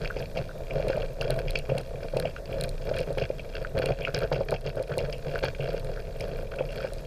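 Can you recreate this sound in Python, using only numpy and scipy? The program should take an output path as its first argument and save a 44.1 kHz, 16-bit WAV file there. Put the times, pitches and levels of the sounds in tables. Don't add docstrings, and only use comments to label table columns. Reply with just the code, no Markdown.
import sys
import numpy as np
from scipy import signal
from scipy.io import wavfile
from scipy.ndimage import uniform_filter1d

SR = 44100
rng = np.random.default_rng(int(sys.argv[2]) if len(sys.argv) > 2 else 0)


def master(y):
    cut = np.clip(np.atleast_2d(y).T, -1, 1)
    pcm = np.round(cut * 32767)
    wavfile.write(sys.argv[1], SR, pcm.astype(np.int16))


def ratio_of_db(decibels):
    return 10 ** (np.asarray(decibels, float) / 20)


N = 311346

# f/Hz, width/Hz, level/dB
FRAME = [(451.5, 76, -2), (489.7, 73.7, -2.5), (539.5, 58.6, -1), (662.4, 53.6, -8)]
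# f/Hz, width/Hz, level/dB
FRAME_UPPER = [(763.5, 18.3, -3), (869, 59, -4.5), (1053, 810, -13)]
GLIDE_CRUNCH_DB, GLIDE_WEIGHT_DB = -53.5, -45


def evened(x):
    return x / np.sqrt(np.mean(x ** 2) + 1e-20)


def curve(table, column):
    rows = np.array(table)
    return ratio_of_db(np.interp(np.arange(N) / SR, rows[:, 0], rows[:, column]))


def resonate(x, hz, width):
    pole = np.exp((2j * np.pi * hz - np.pi * width) / SR)
    gain = (1 - abs(pole)) ** 2
    return 2 * signal.lfilter([gain], np.poly([pole, pole]), x).real


def body(x, modes, widen=1.645):
    total = 0
    for k, (hz, width, db) in enumerate(modes):
        total = total + (-1) ** k * ratio_of_db(db) * resonate(x, hz, widen * width)
    return total


def grit(per_s, spread_db, smooth):
    size = ratio_of_db(spread_db * np.minimum(rng.exponential(1, N), 4)) * rng.choice([-1, 1], N)
    bumps = evened(size * (rng.random(N) < per_s / SR))
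    return evened(bumps + smooth * rng.standard_normal(N))


def strikes(times, peak_db, ring):
    train = np.zeros(N)
    at = np.clip(np.round(times * SR).astype(int), 0, N - 1)
    np.add.at(train, at, ratio_of_db(peak_db) * rng.choice([-1, 1], len(at)))
    return signal.oaconvolve(train, ring / abs(ring).max())[:N]


def crust(column, glide_db):
    # start t/s, length/s, crunch level/dB, weight on the frame level/dB
    patches = [(0.005, .07, -41.5, -36.5), (0.162, 0.085, -45.5, -37.5), (0.355, 0.063, -44.5, -33),
               (0.69, 0.15, -47.5, -40.5), (0.841, .21, -44, -34.5), (1.201, 0.21, -46, -33),
               (1.457, 0.15, -50, -42.5), (1.688, 0.12, -47.5, -33), (2.017, 0.041, -47, -35),
               (2.145, 0.14, -50, -35), (2.486, 0.17, -44, -37.5), (2.851, 0.19, -43.5, -38.5),
               (3.059, 0.067, -54, -39), (3.17, 0.085, -39.5, -35), (3.533, 0.1, -46, -41.5),
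               (3.746, 0.19, -41.5, -33), (3.983, 0.12, -46.5, -39.5), (4.137, 0.12, -40, -34.5),
               (4.31, 0.12, -45, -34), (4.483, 0.081, -39.5, -34), (4.648, 0.05, -35, -37),
               (4.765, 0.057, -50.5, -36.5), (4.891, 0.21, -51, -36.5), (5.26, .13, -41.5, -39.5),
               (5.423, 0.069, -38.5, -35), (5.592, .19, -45, -37.5), (5.845, 0.17, -50.5, -41.5),
               (6.197, 0.222, -51, -40), (6.53, 0.17, -50, -42), (6.7, 0.18, -41.5, -41.5)]
    bite_s, let_go_s = 0.0058, 0.0084
    t = np.arange(N) / SR
    power = np.full(N, ratio_of_db(glide_db) ** 2)
    for row in patches:
        start = round(row[0] * SR)
        stop = round((row[0] + row[1] + 8 * let_go_s) * SR)
        since = t[start:stop] - row[0]
        attack = np.clip(since / bite_s, 0, 1)
        release = np.exp(-np.maximum(since - row[1] + let_go_s / 2, 0) / let_go_s)
        power[start:stop] += (ratio_of_db(row[column]) * attack * release) ** 2
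    return np.sqrt(power)


def runners():
    # f/Hz, width/Hz, level/dB
    sway_modes = [(28.7, 9.6, -4.5), (44.4, 60, -27)]
    # f/Hz, width/Hz, level/dB
    flex_modes = [(85.2, 27.3, -9), (132.8, 23, 3.5), (139.6, 43, -1.5)]
    # t/s, level/dB
    swing = [(0.0, -34), (0.08, -36), (0.25, -41.5), (0.33, -40.5), (1.55, -35.5), (1.99, -42),
             (2.62, -36.5), (3.26, -41), (4.5, -39.5), (4.95, -47), (4.99, -37.5), (7.06, -41)]
    sway = evened(body(rng.standard_normal(N), sway_modes))
    sway = evened(np.tanh(0.54 * sway))
    bumps = grit(per_s=250, spread_db=4.0, smooth=0.6)
    weight = crust(column=3, glide_db=GLIDE_WEIGHT_DB)
    flex = ratio_of_db(-38.5) * evened(weight) ** 1.15 * evened(body(bumps, flex_modes))
    drone = evened(body(bumps, FRAME) + ratio_of_db(-17.0) * body(bumps, FRAME_UPPER))
    return ratio_of_db(2.6) * curve(swing, column=1) * sway + flex + ratio_of_db(3.0) * weight * drone


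def snow():
    # f/Hz, level per Hz/dB
    hiss = [(35, -44), (60, 9), (139, 3), (262, -10), (527, -4.5), (666, -23.5), (822, -15), (1510, -24.5),
            (1820, -19), (2770, -49), (3580, -23), (15300, -37.5), (16000, -60)]
    # t/s, hiss level/dB
    press = [
        (0.0, -64.5),
        (1.2, -66.5),
        (1.36, -67),
        (2.85, -65),
        (3.87, -68),
        (4.19, -67),
        (4.66, -70),
        (5.23, -65),
        (6.59, -67),
        (7.06, -64),
    ]
    frames, hz = N // 128 + 5, np.fft.rfftfreq(512, 1 / SR)
    a, b, drift = rng.standard_normal((frames, 257, 3)).T
    drift = uniform_filter1d(drift, 6, 0)
    drift = evened(uniform_filter1d(drift, 20, 1))
    f, db = np.transpose(hiss)
    colour_db = np.interp(np.log(hz + 1), np.log(f + 1), db)
    spectrum = (a + 1j * b) * ratio_of_db(colour_db[:, None] + 1.32 * drift)
    noise = signal.istft(spectrum, nperseg=512, noverlap=384)[1][:N]
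    return ratio_of_db(-45.5) * evened(noise) * evened(curve(press, column=1)) ** 0.9


def clamp():
    # t/s, peak level/dB
    taps = [(0.0373, -61), (0.102, -22.5), (0.492, -32), (0.8996, -21), (0.9306, -28), (1.2213, -25),
            (1.3024, -20), (2.3622, -28.5), (3.5423, -34), (3.648, -27), (3.7753, -29), (3.8697, -30),
            (4.0732, -18), (4.143, -32), (4.223, -21.5), (4.3166, -37), (4.7675, -24), (4.9155, -24),
            (5.3566, -24), (5.9727, -23.5), (6.5187, -30), (6.5864, -29), (6.765, -52), (6.8025, -24),
            (6.8507, -25.5), (6.8866, -32.5)]
    # t/s, peak level/dB, high tones over it/dB
    rattles = [(0.1677, -24.5, -11.5), (0.3708, -24.5, -4), (0.7073, -33, -17), (0.8824, -19.5, -9.5),
               (1.2102, -22.5, -7), (1.3057, -23.5, -18), (1.4814, -25.5, -12), (1.5545, -18, -5.5),
               (1.698, -24.5, -15), (1.7774, -25, -10), (2.168, -29.5, -1), (2.2533, -21.5, -16),
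               (2.3615, -33, -5), (2.9886, -24, -3), (3.1817, -24.5, -9), (3.22, -23, -20),
               (3.3947, -30, -13), (3.8566, -25, -15), (4.0187, -23.5, -56), (4.0492, -18, -17),
               (4.1449, -22, -3), (4.3264, -26, -4), (4.9872, -21, -4.5), (5.1257, -23.5, -6),
               (5.3567, -45, -46), (5.434, -21, -14), (5.6036, -25, -46), (6.2057, -26.5, -6),
               (6.5859, -20, -40), (6.982, -35.5, -4.5)]
    # f/Hz, width/Hz, level/dB
    low_modes = [(1310, 1800, -7), (1492, 213, 20.5)]
    # f/Hz, width/Hz, level/dB
    mid_modes = [(2408, 244, 0.5), (2588, 27, -2), (2722, 128, 0.5), (3253, 186, -7.5)]
    # f/Hz, width/Hz, level/dB
    high_modes = [(4040, 500, 13.5), (4547, 136, 19.5), (5016, 350, 20), (6360, 1160, 2)]
    bounce_s = 0.018
    s, db, high_db = np.transpose(rattles)
    tap_s, tap_db = np.transpose(taps)
    t = np.arange(4096) / SR
    bounces = ratio_of_db(-60 * (t % bounce_s) / 0.022) + ratio_of_db(-15.5)
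    scrape = ratio_of_db(-60 * t / 0.12) * bounces
    crumble = rng.standard_normal(512) * ratio_of_db(-60 * np.arange(512) / SR / 0.0052)
    shared = evened(signal.oaconvolve(grit(per_s=400, spread_db=4.0, smooth=0.038), crumble)[:N])
    crunch = crust(column=2, glide_db=GLIDE_CRUNCH_DB)
    heavy = crunch * evened(crust(column=3, glide_db=GLIDE_WEIGHT_DB)) ** 0.25
    speed = 1 + 0.5 * evened(uniform_filter1d(rng.standard_normal(N), size=1500))
    turns = np.cumsum(speed) / SR / bounce_s
    slips = evened(ratio_of_db(-24 * (turns % 1)))
    groups = ((low_modes, tap_s, tap_db - 0.5, ratio_of_db(-7.5) * heavy),
              (mid_modes, s, db - 0.5, ratio_of_db(-2.5) * crunch),
              (high_modes, s, db + high_db - 1.0, ratio_of_db(-11.0) * crunch))
    out = np.zeros(N)
    for modes, at, hit_db, chatter in groups:
        grains = evened(shared + 0.44 * grit(per_s=500, spread_db=7.0, smooth=0.08))
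        click = signal.unit_impulse(2048)
        rings = [body(click, [mode], widen=1.72) * (-1) ** k for k, mode in enumerate(modes)]
        ring = sum(rings)
        scraping = abs(strikes(at, hit_db, scrape)) * grit(per_s=830, spread_db=4.5, smooth=0.22)
        force = chatter * slips * grains + ratio_of_db(-5) * scraping
        for one in rings:
            favour = np.repeat(rng.uniform(-1.1, 1, N // 256 + 1), 256)[:N]
            place = evened(ratio_of_db(4.5 * favour))
            out += signal.oaconvolve(force * place, one / np.linalg.norm(ring))[:N]
        out += strikes(at, hit_db - 19.0, ring)
    return out


def knocks():
    # t/s, peak level/dB, pitch f/Hz, hardness level/dB
    jolts = [(0.163, -22, 495, -28), (0.364, -29, 500, -23), (0.797, -21, 582, -29),
             (0.897, -17.5, 508, -27), (0.972, -20.5, 600, -27), (1.213, -26, 553, -24),
             (1.299, -19.5, 610, -29), (1.717, -21.5, 516, -40), (1.775, -39, 560, -14),
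             (2.134, -24.5, 574, -25), (2.165, -17.5, 528, -25), (2.251, -19.5, 630, -35),
             (2.911, -20, 586, -28), (3.008, -21.5, 534, -56), (3.102, -21.5, 530, -33),
             (3.172, -27, 506, -19), (3.3, -18, 507, -38), (3.755, -29, 534, -30), (3.795, -19, 510, -30),
             (3.837, -20, 475, -27), (4.315, -18, 566, -20), (4.406, -20.5, 545, -22),
             (4.523, -19.5, 550, -18.5), (4.768, -23, 575, -32), (4.798, -22.5, 514, -37),
             (4.973, -19.5, 532, -26), (5.436, -18.5, 520, -19), (5.743, -24, 503, -32),
             (6.606, -18, 530, -25), (6.844, -21, 553, -27)]
    out, t = np.zeros(N + 4096), np.arange(4096) / SR
    push = np.exp(-((t - 0.0015) / 0.00029) ** 2)
    upper = body(push, FRAME_UPPER, widen=2.0)
    upper = upper / abs(upper).max()
    for s, db, hz, upper_db in jolts:
        near = [(f, w, d - 5.5 * abs(f - hz) / 100) for f, w, d in FRAME]
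        ring = body(push, near + [(hz, 70, 3)], widen=1.92)
        ring = ring / abs(ring).max() + ratio_of_db(upper_db + 12.5) * upper
        out[round(s * SR):][:4096] += ratio_of_db(db + 2.0) * ring
    return out[:N]


def latch():
    # t/s, peak level of the bright snap/dB
    ticks = [(0.8836, -42), (0.968, -50), (1.2187, -42.5), (1.3058, -33), (1.3424, -53), (1.3643, -52),
             (1.392, -46), (1.5075, -37), (1.5891, -40), (1.7826, -38), (1.8128, -51), (2.1708, -41.5),
             (2.1996, -34.5), (2.611, -33), (2.638, -34), (2.6922, -40), (2.986, -41.5), (3.004, -45),
             (3.7897, -41.5), (3.859, -36), (4.1897, -40), (4.5084, -40), (4.982, -35.5), (5.4462, -42.5),
             (5.7968, -49.5)]
    # t/s, peak level of the snap/dB
    chips = [(2.9642, -46), (3.129, -49), (3.1797, -47.5), (4.5377, -83), (4.6104, -52), (4.757, -52),
             (4.8272, -45), (4.8818, -54), (5.1344, -50), (5.1823, -52), (5.846, -46.5), (5.891, -56),
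             (6.199, -48), (6.2104, -45), (6.5605, -52), (6.722, -51), (6.7695, -55), (6.935, -42.5)]
    s, db = np.transpose(np.concatenate([ticks, chips]))
    is_tick = np.arange(len(s)) < len(ticks)
    ring_db = np.where(is_tick, 10, 6)
    edge_db = np.where(is_tick, -5, -6)
    t = np.arange(512) / SR
    snap = np.sin(2 * np.pi * 9260 * t) * ratio_of_db(-60 * t / 0.0012) * (1 - np.exp(-t / 0.0001))
    ring = np.sin(2 * np.pi * 4150 * t) * ratio_of_db(-60 * t / 0.0064) * (1 - np.exp(-t / 0.0001))
    edge = np.sin(2 * np.pi * 12500 * t) * ratio_of_db(-60 * t / 0.00043)
    fleck = np.sin(2 * np.pi * 11900 * t) * ratio_of_db(-60 * t / 0.001) * (1 - np.exp(-t / 0.000058))
    hits = strikes(s, db + 10.0, snap) + strikes(s, db + ring_db, ring) + strikes(s, db + edge_db + 16.0, edge)
    breaking = evened(crust(column=2, glide_db=GLIDE_CRUNCH_DB)) ** 0.35
    tiny = breaking * grit(per_s=130, spread_db=5.0, smooth=0.056)
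    crackle = evened(signal.oaconvolve(tiny, 0.25 * snap + fleck)[:N])
    return hits + ratio_of_db(-70.5) * crackle


def scene():
    return (runners() + snow() + clamp() + knocks() + latch())[None]


def band_limit(x):
    return signal.sosfilt(signal.butter(12, 16510, fs=SR, output="sos"), x)


def record(dry):
    step = signal.firwin2(801, [0, 15250, 15450, SR / 2], [1, 1, ratio_of_db(-17), ratio_of_db(-45)], fs=SR)
    mix = signal.oaconvolve(dry, step[None], "same")
    return band_limit(mix)


dry = scene()
out = record(dry)
master(out)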